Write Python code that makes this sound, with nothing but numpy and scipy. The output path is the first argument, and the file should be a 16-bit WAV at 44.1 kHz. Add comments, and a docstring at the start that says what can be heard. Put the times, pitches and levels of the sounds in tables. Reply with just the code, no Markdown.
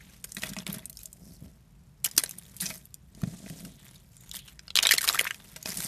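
"""A faint rustle and a few small cracks come first, then light taps: thin leaves of dried craft clay are
snapped and later crushed in two fists, close to a microphone in a small room.
Each fracture is a noise burst that rings its shard for a few milliseconds; dense ticks and noise make the crumbs
that grind and patter between. Pieces fall on a covered table, whose damped swings and faint modes answer them.
Gliding bands of friction noise, reflections, a low room tone and faint far tones complete the scene."""
import sys
import numpy as np
from scipy import signal
from scipy.fft import rfft, irfft, next_fast_len
from scipy.io import wavfile
from scipy.ndimage import map_coordinates

SR = 44100
rng = np.random.default_rng(int(sys.argv[2]) if len(sys.argv) > 2 else 0)


def persist_wave(psi):
    """Save psi, clipped to +-1, as 16-bit WAV."""
    counts = np.round(np.clip(psi, -1, 1) * 32767).astype(np.int16)
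    wavfile.write(sys.argv[1], SR, np.atleast_2d(counts).T)


N = 258867

# Main fractures in the hands: start_s, level_db, decay_t60_s (2 ms at least), ring_hz, ring_boost_db,
# tilt_db_per_octave
CRACKS = [(.006, -44.5, 0.041, 2030, 23, -5.5), (.2411, -27, 0.019, 1200, -8, .5),
          (.2452, -31, 0.017, 10200, 13, -3), (.3198, -32.5, 0.008, 7500, 26, -2),
          (.3482, -30.5, .017, 7600, 15, 9), (2.0437, -16.5, 0.011, 9000, 7, 3),
          (2.0473, -15, 0.026, 2710, 13, 2.5), (2.058, -14.5, 0.022, 2750, 6, 3.5),
          (2.0639, -26.5, 0.0073, 5950, 20, -6.5), (2.1128, -35, 0.0073, 5300, 14, 0),
          (2.1654, -29, 0.005, 5100, 10, 1), (2.1783, -7.5, 0.0051, 4440, 7, 0.5),
          (2.1808, -9.5, 0.0066, 8600, 6, -1), (2.1886, -24, .025, 4800, 19, -6),
          (2.196, -25, .015, 11100, 10, -4), (2.2365, -19.5, 0.014, 10500, 15, -6),
          (2.2609, -33.5, 0.011, 4630, 20, -4.5), (2.293, -23.5, 0.014, 2310, 31, 11),
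          (2.3101, -29.5, .007, 5900, 5.5, 2.5), (2.385, -32.5, .008, 10050, 27, 0),
          (4.1673, -44.5, 0.013, 7720, 11.5, -3), (4.2088, -46, .0085, 7400, 4, 5),
          (4.2924, -41, .015, 6750, 8, -1.5), (4.314, -30.5, .006, 3280, 19, 0),
          (4.3436, -38, 0.0054, 5370, 9, -6), (4.3518, -31, 0.0042, 3550, 17, 3.5),
          (4.3586, -31.5, 0.0062, 3390, 14, 3.5), (4.3667, -30, 0.008, 3300, 17, 2.5),
          (4.3891, -37, .02, 3220, 22, 3), (4.4774, -38, 0.097, 3240, 9, -4.5),
          (4.5928, -37, 0.0096, 5140, 23, -8.5), (4.68, -36.5, 0.013, 4660, 16, -8.5),
          (4.7047, -31, 0.0029, 3670, 22, -8), (4.7557, -14, 0.0062, 3700, 21, -3.5),
          (4.7605, -28, 0.017, 3240, 29, 4), (4.7649, -15, 0.0061, 3830, 29, -3),
          (4.772, -14, .01, 4140, 15, -5.5), (4.7881, -10.5, 0.0083, 3350, 25, -5.5),
          (4.8276, -17, 0.0026, 6110, 12, -3.5), (4.8316, -16.5, 0.0083, 4400, 13.5, -6.5),
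          (4.8377, -23.5, 0.015, 6110, 6, -5.5), (4.8524, -14.5, 0.0017, 3700, 28, -10),
          (4.8575, -18, 0.032, 2230, 16, -8), (4.8694, -11, 0.0036, 3670, 12.5, -3.5),
          (4.8906, -14.5, .011, 3600, 29, -5.5), (4.9076, -22, .012, 4000, 8, 5),
          (4.9105, -9, 0.0076, 1750, 25, 1), (4.9152, -13, 0.026, 1930, 28, 0.5),
          (4.9194, -12, 0.01, 4540, 25, 3), (4.9238, -17.5, 0.016, 1720, 27, -1),
          (4.9345, -21, 0.011, 5900, 19, -4), (4.9375, -14, 0.021, 2470, 6, -2.5),
          (4.949, -26, 0.019, 1810, 6, -3.5), (4.9639, -35, .011, 3120, 24, -5),
          (4.976, -26.5, .032, 4500, 22, -8.5), (4.9812, -14, 0.0097, 4040, 19, 2),
          (4.9848, -19.5, .013, 2070, 19, -1), (5.0091, -25.5, 0.019, 1440, 13, -0.5),
          (5.0155, -19.5, 0.016, 1970, 12, 1.5), (5.0289, -23, 0.085, 1900, 10, -1),
          (5.0409, -19, 0.021, 1110, 22, 1), (5.0488, -23, 0.03, 1160, 26, 1.5),
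          (5.0765, -17.5, .018, 2280, 17, -1.5), (5.0812, -18, 0.014, 1970, 2, -3),
          (5.0883, -11.5, 0.0091, 3850, 12.5, -1), (5.0974, -19.5, 0.0084, 1240, 13, -3),
          (5.1037, -28, 0.016, 5100, 12, -7), (5.1276, -26, .007, 7320, 21, -1.5),
          (5.1459, -20.5, 0.0082, 1280, 16, -2.5), (5.154, -25, .029, 1390, 19, -4),
          (5.1757, -28, .02, 1640, 31, -9), (5.1892, -20.5, 0.0086, 2190, 8, -2),
          (5.1928, -11.5, 0.007, 2050, 15.5, -2.5), (5.2014, -23.5, 0.024, 1600, 12, -2.5),
          (5.2111, -19.5, 0.0065, 11000, 21, -9.5), (5.2439, -25.5, .011, 2280, 17, 2.5),
          (5.2517, -27, 0.013, 1620, 26, -9), (5.2675, -21.5, 0.027, 2050, 28, -7.5),
          (5.2739, -26, 0.021, 2420, 26, 0), (5.3081, -22, 0.0085, 2170, 30, -3.5),
          (5.3443, -36.5, 0.011, 2480, 15, -3)]
# Main pieces striking the table: same columns as the fractures
TAPS = [(.368, -28, 0.014, 1870, 7.5, -3), (.4206, -31, 0.032, 1800, 1, -1.5),
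        (.4355, -25, 0.0077, 1810, 10.5, -5.5), (.4694, -36, .017, 1260, 22, 4),
        (.5339, -34, 0.014, 2470, 2, -2), (.5656, -31, 0.013, 2240, 9, -6),
        (.5862, -30, 0.018, 5660, 13, -3.5), (.6662, -27, 0.0074, 2180, 10.5, -3.5),
        (.7287, -27, 0.0046, 11200, 22, 15), (.7414, -31, 0.05, 10800, 24, -7),
        (.7837, -37.5, 0.016, 11300, 21, -5.5), (.8558, -27.5, .012, 8700, 8.5, 5.5),
        (.8973, -27.5, 0.013, 1800, 5, 7.5), (.9286, -42, .009, 7000, 10, 4),
        (.9711, -34.5, 0.0037, 5400, 26, 7), (.9903, -38, .009, 6650, 8, 4.5),
        (1.0324, -27.5, .014, 11100, -4, 13), (1.0566, -29, 0.0099, 6900, 12.5, 8),
        (1.1291, -36.5, 0.0088, 7850, 11, 7), (2.5658, -31.5, 0.033, 9100, 4, 7),
        (2.6027, -26, 0.083, 3580, 30, 7), (2.6087, -22, 0.062, 10000, 21, 8),
        (2.6236, -24, 0.12, 1900, 13, 1.5), (2.6568, -25, 0.039, 6130, 27, -6),
        (2.6636, -26, 0.0096, 5300, 32, 1), (2.7029, -30.5, 0.055, 2320, 7, -6),
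        (2.7781, -35, 0.0072, 9100, 8, 11), (2.8547, -41, .01, 11200, 17, 6),
        (2.9426, -30, 0.0048, 6300, 5, 8), (3.1491, -46.5, .014, 5060, 11, 2.5),
        (3.2176, -40, .01, 1200, 14, 2), (3.2359, -37.5, .01, 1870, 14.5, -3.5),
        (3.461, -44.5, 0.02, 2500, 10, -7), (3.4992, -38, 0.018, 3440, 7, 0),
        (3.6494, -36, .041, 1260, 10, 0.5), (3.9574, -46, .036, 4000, 24, 4.5),
        (5.561, -32, 0.033, 1720, 0, -3), (5.628, -32, 0.0048, 6170, 13, 5.5),
        (5.6577, -25.5, .017, 5430, 6.5, -5), (5.7709, -26, 0.038, 9300, 22, 0),
        (5.8034, -25, 0.021, 1190, 30.5, 7)]
# Dull blows on the table or into the palm: start_s, level_db, pitch_hz, decay_t60_s
THUMPS = [(.373, -22, 178, 0.029), (.44, -44, 197, .06), (0.516, -28.5, 182, 0.05), (0.568, -30, 199, 0.06),
          (0.689, -31.5, 195, 0.12), (1.422, -28.5, 141, .05), (1.453, -38, 69.4, 0.19),
          (2.179, -17.5, 296, 0.018), (2.238, -31.5, 424, 0.016), (2.624, -32, 193, 0.1),
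          (3.2331, -12, 141, 0.049), (3.273, -23.5, 152, 0.083), (3.501, -27.5, 162, 0.098),
          (4.938, -20, 467, 0.016), (5.193, -21, 394, 0.01)]
# Colour of a fracture and of a landing: frequency_hz, gain_db
FRACTURE_COLOUR = [(60, -40), (250, -18.5), (520, -8.5), (800, -14.5), (1500, -6), (3000, -3), (9000, 2),
                   (14000, 0.5)]
LANDING_COLOUR = [(60, -10), (250, -7.5), (520, -9), (800, -12.5), (1500, -6), (3000, -2), (9000, -1),
                  (14000, -5.5)]
# Colour of coarse crumbs, fine dust, table rumble and room tone: frequency_hz, relative_gain_db
GRIT_COLOUR = [(100, -24), (350, 0.5), (600, 0), (850, 1), (1400, -1), (2000, 2.5), (2800, -4.5),
               (3600, -0.5), (5500, -17.5), (12000, -27.5)]
DUST_COLOUR = [(1000, -56), (3000, -30), (5000, -4), (7500, -3.5), (10000, -3.5), (13800, -3.5),
               (16000, -18)]
TABLE_COLOUR = [(25, -31), (60, -22.5), (110, -8.5), (145, -0.5), (175, 2.5), (215, -3.5), (320, -14.5),
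                (500, -22.5), (650, -19), (900, -34.5), (3000, -48)]
ROOM_TONE_COLOUR = [(20, -20.5), (30, -12.5), (43, 4.5), (65, 3), (90, -6), (130, 3), (180, -1.5),
                    (260, -17.5), (450, -22.5), (1000, -28), (4000, -35), (14000, -41.5)]
# Reverberation of the room: frequency_hz, decay_t60_s
ROOM_DECAY = [(200, 0.36), (2000, 0.082), (12000, 0.062)]
# A leaf sliding over skin or table: centre_s, half_length_s, nominal_level_db, pitch_hz,
# glide_octaves_per_s, relative_bandwidth (ratio)
SLIDES = [(0.049, 0.19, -60, 2930, 0.51, 0.56), (1.306, 0.14, -66.5, 5410, 0.31, 0.091),
          (3.453, 0.34, -54.5, 7160, -0.037, 0.46), (3.6, 0.51, -64, 3605, -0.21, 0.19),
          (4.22, 0.11, -61.5, 7040, -1.1, 0.044), (4.39, 0.15, -58, 3300, -0.075, .16),
          (5.774, 0.21, -51, 4520, 0.066, 0.51)]
# Resonances of the table top: centre_hz, width_hz, gain_db
TABLE_MODES = [(162, 19, -11), (630, 14, 10), (1935, 47, -1), (2520, 40, 2)]
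# Faint background tones: start_s, end_s, peak_db, pitch_hz
FAINT_TONES = [(0.782, 0.83, -59, 637), (0.876, 0.94, -66, 638), (1.038, 1.095, -65, 637)]

# Three kinds of crumb movement: start_s, hold_s, grit_db, dust_db, rumble_db (before the trims in crumbs())
# Their shapes: attack_s, sag_db_per_s, release_db_per_s
# The fingers press until the clay gives way
SQUEEZES = [(2.045, 0.015, -42, -54, -53), (2.18, 0.047, -48, -50, -61), (2.24, .04, -57, -71, -70),
            (4.335, 0.043, -51.5, -46.5, -58), (4.76, 0.039, -36, -69, -65), (4.835, .13, -40, -68, -66),
            (5.02, 0.061, -41.5, -57, -70), (5.08, 0.077, -38, -44, -65), (5.17, 0.12, -45, -76, -57.5)]
SQUEEZE_SHAPE = (0.011, 23, 390)
# A handful of crumbs pours onto the table
SPILLS = [(.375, 0.043, -48.5, -49.5, -47), (.425, 0.063, -42, -51, -42.5), (.572, 0.033, -50, -58, -42),
          (.668, 0.012, -39.5, -52, -36.5), (.742, 0.031, -47.5, -58, -43.5), (2.604, .11, -46, -42, -45.5),
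          (5.656, .1, -44.5, -42.5, -46), (5.765, 0.057, -44.5, -39.5, -43), (5.84, .04, -41.5, -34, -39.5)]
SPILL_SHAPE = (0.016, 14, 235)
# The fingers gather, turn or dust off pieces
HANDLINGS = [(0, 0.16, -64, -62, -59.5), (.28, 0.044, -60, -55.5, -55.5), (.8, .01, -82, -68, -49.5),
             (.96, 0.03, -66, -54, -58.5), (1.17, 0.13, -72, -61.5, -51.5), (1.28, 0.019, -65, -56, -50.5),
             (1.425, 0.0086, -62, -61, -45), (2.1, 0.51, -58, -59, -56.5), (2.76, 0.023, -69, -62, -54.5),
             (3.16, 0.072, -62, -68, -48), (3.24, 0.085, -58, -65, -41), (3.4, 0.27, -60, -59, -44.5),
             (3.76, .19, -60, -61.5, -59.5), (4.08, 0.074, -69, -65.5, -72),
             (4.2, 0.084, -61.5, -65, -68.5), (4.46, .03, -59, -62.5, -65), (4.6, 0.072, -64, -78, -73),
             (5.31, .32, -56.5, -61, -59)]
HANDLING_SHAPE = (0.093, 5.3, 139)

# Small chips: density, level over the crumbs, spread of levels, then decay, ring and range of pitches
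CHIPS_PER_S, CHIP_DB, CHIP_SPREAD_DB = 70, 3.5, 3
CHIP_T60_S, CHIP_BOOST_DB, CHIP_TILT_DB = 0.011, 9, 0
CHIP_LOW_HZ, CHIP_HIGH_HZ = 1400, 7500
# Time constant of a blow's onset, in cycles of its swing, and level of its noise against the swing
THUMP_RISE_CYCLES, THUMP_PUFF_DB = 0.5, -10.5


def clicks(rows, colour, sharpness, tail_db, tail_t60, lead_db, size=2560):
    """Impulsive excitation of a resonator: micro-crack noise rings a shard and is trailed by debris."""
    lead_s = .005
    out = np.zeros(N)
    hz = np.fft.rfftfreq(size, 1 / SR) + 1
    t = np.arange(size) / SR - lead_s
    before, after = np.minimum(t, 0), np.maximum(t, 0)
    for start, level_db, t60, ring_hz, boost_db, tilt_db in rows:
        main_decay = amp(-60 * after / max(t60, .002))
        debris = amp(tail_db - 60 * after / tail_t60)
        # hairline cracks build up just before the piece gives way
        hairlines = (t < 0) * amp(lead_db + 60 * before / 0.01)
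        envelope = (main_decay + debris) * (1 - np.exp(-after / 0.00018)) + hairlines
        # the crack front advances in jerks
        jerks = amp(3.2 * wobble(1100, size=size))
        burst = rng.standard_normal(size) * envelope * jerks
        detuning = hz / ring_hz - ring_hz / hz
        shard = 1 + (amp(boost_db) - 1) / (1 + 1j * sharpness * detuning)
        # small free shards are bright; a closed fist dulls them
        slope_db = tilt_db * np.log2(np.maximum(hz, 1100) / 4000)
        body = causal(amp(along(colour, hz) + slope_db))
        # palm or table a few centimetres away throws back a copy
        bounce = 1 + .55 * np.exp(-2j * np.pi * hz * rng.uniform(.0004, .0015))
        click = irfft(rfft(burst) * shard * bounce * body)
        # level_db is the rms of the click's energy spread over 2 ms
        click = click / np.linalg.norm(click) * np.sqrt(.002 * SR)
        add(out, start - lead_s, amp(level_db) * click)
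    return out


def chips(flow):
    """Random small fractures: chip levels follow the stronger of grit and dust at each moment."""
    when, size, pitch = rng.random((int(CHIPS_PER_S * N / SR), 3)).T
    moving_db = np.maximum(flow[0], flow[1])[(when * N).astype(int)]
    levels_db = moving_db + CHIP_DB + CHIP_SPREAD_DB * np.minimum(-np.log(1 - size), 2)
    rings_hz = CHIP_LOW_HZ * (CHIP_HIGH_HZ / CHIP_LOW_HZ) ** pitch
    starts_s = when * N / SR
    return [(start, db, CHIP_T60_S, hz, CHIP_BOOST_DB, CHIP_TILT_DB)
            for start, db, hz in zip(starts_s, levels_db, rings_hz)]


def thumps():
    """Damped oscillation: a soft blow gives one low, quickly decaying swing and a dull puff of noise."""
    out = np.zeros(N)
    t = np.arange(SR // 4) / SR
    puffs = coloured(rng.standard_normal(N), TABLE_COLOUR)
    for start, level_db, hz, t60 in THUMPS:
        puff = puffs[int(start * SR):][:len(t)]
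        swing = np.sin(2 * np.pi * hz * t)
        rise = 1 - np.exp(-t * hz / THUMP_RISE_CYCLES)
        envelope = amp(level_db - 60 * t / t60) * rise
        add(out, start, envelope * (swing + amp(THUMP_PUFF_DB) * puff))
    return out


def table_ring(x):
    """Modal resonance: what lands on the table leaves its modes ringing faintly."""
    def response(hz):
        return sum(amp(db) * 1j * hz * width / (centre ** 2 - hz ** 2 + 1j * hz * width)
                   for centre, width, db in TABLE_MODES)
    return filtered(x, response)


def stirred(rows, shape):
    """Energy addition: grit, dust and rumble powers rise, sag while a movement lasts, then die away."""
    attack_s, sag_db_per_s, release_db_per_s = shape
    t, power = np.arange(N) / SR, np.zeros((3, N))
    for start, hold, *levels_db in rows:
        age = t - start
        sag_db = sag_db_per_s * np.clip(age, 0, hold)
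        release_db = release_db_per_s * np.maximum(age - hold, 0)
        # the linear rise is half done at the start time
        envelope = np.clip(.5 + age / attack_s, 0, 1) * amp(-(sag_db + release_db))
        power += np.outer(amp(levels_db), envelope) ** 2
    return power


def crumb_flow(rest_db=(-82, -77, -72)):
    """Incoherent summation: all movements add in power over a faint settling of crumbs, in dB."""
    power = stirred(SQUEEZES, SQUEEZE_SHAPE)
    power += stirred(SPILLS, SPILL_SHAPE)
    power += stirred(HANDLINGS, HANDLING_SHAPE)
    return 10 * np.log10(power + amp(rest_db)[:, None] ** 2)


def grains(rate, spread_db, t60, ring, size=256):
    """Granular excitation: a dense patter of decaying ticks of varied size, with any ring at random pitches."""
    count, t = int(rate * N / SR), np.arange(size) / SR
    when, strength, pitch = rng.random((count, 3)).T
    sizes = amp(spread_db * np.minimum(-np.log(1 - strength), 4))
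    ring_hz = 1700 + 12000 * pitch[:, None]
    tone = np.sin(2 * np.pi * ring_hz * t)
    noise = rng.standard_normal((count, size))
    ticks = sizes[:, None] * (noise + ring * tone) * amp(-60 * t / t60)
    index = (when * N).astype(int)[:, None] + np.arange(size)
    return unit(np.bincount(index.ravel(), ticks.ravel(), N + size)[:N])


def crumbs(flow):
    """Granular friction and impact: coarse grit and fine dust scatter over a rumbling table top."""
    grit_db, dust_db, rumble_db = flow
    patter = grains(rate=1200, spread_db=5.2, t60=.007, ring=1.6) + amp(-5) * rng.standard_normal(N)
    # crumbs give way in clumps
    patter = patter * amp(2.1 * wobble(70, size=N))
    grit = amp(grit_db - 3.5) * coloured(patter, GRIT_COLOUR)
    dust = amp(dust_db + 1.0) * coloured(patter, DUST_COLOUR)
    knocks = grains(rate=300, spread_db=2, t60=0.0037, ring=0)
    rumble = amp(rumble_db - 2.0) * coloured(knocks, TABLE_COLOUR)
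    return grit + dust + rumble


def slides(rough_db=3.5):
    """Dry friction: noise sings in a band of the leaf, which glides as the grip shifts."""
    out, t = np.zeros(N), np.arange(N) / SR
    for centre, half, level_db, hz, glide, width in SLIDES:
        stroke = np.cos(np.pi / 2 * np.clip((t - centre) / half, -1, 1))
        phase = 2 * np.pi * np.cumsum(hz * 2 ** (glide * (t - centre))) / SR
        # low-pass noise multiplied by a sine becomes a band around its pitch
        friction = unit(filtered(rng.standard_normal(N), lambda f: 1 / (1 + (f / (width * hz)) ** 2)))
        roughness = amp(level_db + rough_db * wobble(100, size=N))
        out += roughness * stroke * friction * np.sin(phase)
    return out


def near_echoes(x, db, count=7):
    """Early reflection: weak delayed copies return from surfaces within a metre or two."""
    delays_s = rng.uniform(.002, .012, count)
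    return amp(db) * filtered(x, lambda hz: np.exp(-2j * np.pi * hz * delays_s[:, None]).sum(0))


def room(x):
    """Diffuse reverberation: a decaying noise response answers, dying sooner in the treble."""
    hz, t, noise = signal.stft(rng.standard_normal(SR // 3), SR, nperseg=256)
    decay = amp(-60 * t / along(ROOM_DECAY, hz)[:, None])
    tail = signal.istft(noise * decay, SR, nperseg=256)[1]
    # the first 5 ms are left silent
    response = np.pad(tail, (SR // 200, 0)) / np.linalg.norm(tail)
    return signal.fftconvolve(x, response)[:N]


def room_tone():
    """Stationary background noise: random pressure with a steady, mostly low spectrum."""
    return amp(-55.5) * coloured(rng.standard_normal(N), ROOM_TONE_COLOUR)


def faint_tones():
    """Pure tone: a thin steady sine fades in and out far behind the crackle."""
    t, out = np.arange(N) / SR, np.zeros(N)
    for start, end, peak_db, hz in FAINT_TONES:
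        gate = np.clip(np.minimum(t - start, end - t) / .015, 0, 1)
        out += amp(peak_db) * gate * np.sin(2 * np.pi * hz * t)
    return out


def amp(db):
    """Decibel law: amplitude ratio of a level in dB."""
    return 10 ** (np.asarray(db) / 20)


def unit(x):
    """Normalisation: x scaled to rms 1."""
    return x / np.sqrt(np.mean(x ** 2) + 1e-20)


def along(points, hz):
    """Logarithmic pitch scale: (Hz, value) points interpolated on a log axis."""
    f, v = np.transpose(points)
    return np.interp(np.log(hz + 1), np.log(f + 1), v)


def filtered(x, response):
    """Linear filtering: the spectrum of x times a response of frequency."""
    m = next_fast_len(N + 8192)
    return irfft(rfft(x, m) * response(np.fft.rfftfreq(m, 1 / SR)), m)[:N]


def coloured(x, spectrum):
    """Spectral shaping: x filtered by the given gains in dB, at rms 1."""
    return unit(filtered(x, lambda hz: amp(along(spectrum, hz))))


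def causal(gain):
    """Minimum phase: the response with this gain, found by folding its cepstrum onto positive time."""
    cepstrum = irfft(np.log(np.maximum(gain, 1e-6)))
    cepstrum[1:len(cepstrum) // 2] *= 2
    cepstrum[len(cepstrum) // 2 + 1:] = 0
    return np.exp(rfft(cepstrum))


def add(track, s, sound):
    """Superposition: mix a sound into the track at time s."""
    i = max(0, round(s * SR))
    track[i:i + len(sound)] += sound[:max(0, N - i)]


def wobble(rate, size):
    """Slow random modulation: a smooth curve through random knots, rate of them a second."""
    knots = rng.standard_normal(int(size * rate / SR) + 4)
    return map_coordinates(knots, [np.arange(size) * rate / SR])


def scene():
    """Superposition of cracks, landings, crumbs and rubbing with reflections in a quiet room."""
    flow = crumb_flow()
    cracks = clicks(list(CRACKS) + chips(flow), FRACTURE_COLOUR, sharpness=5.3,
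                    tail_db=-18.5, tail_t60=0.021, lead_db=-24.5)
    taps = clicks(TAPS, LANDING_COLOUR, sharpness=5.9, tail_db=-26, tail_t60=0.033, lead_db=-28)
    clay = cracks + taps + thumps() + table_ring(taps) + crumbs(flow) + slides()
    reflections = near_echoes(clay, db=-22.5) + amp(-21) * room(clay)
    return (clay + reflections + room_tone() + faint_tones())[None]


def record(dry):
    """Saturation and band limiting: tall peaks are rounded, deep bass and the top treble removed."""
    limited = dry[0] / (1 + np.abs(dry[0] / .8) ** 4) ** (1 / 4)

    def response(hz):
        bass_cut = hz ** 4 / (hz ** 4 + 29 ** 4)
        treble_cut = 1 / np.sqrt(1 + (hz / 14000) ** 130)
        return bass_cut * treble_cut
    return filtered(limited, response)[None]


dry = scene()
out = record(dry)
persist_wave(out)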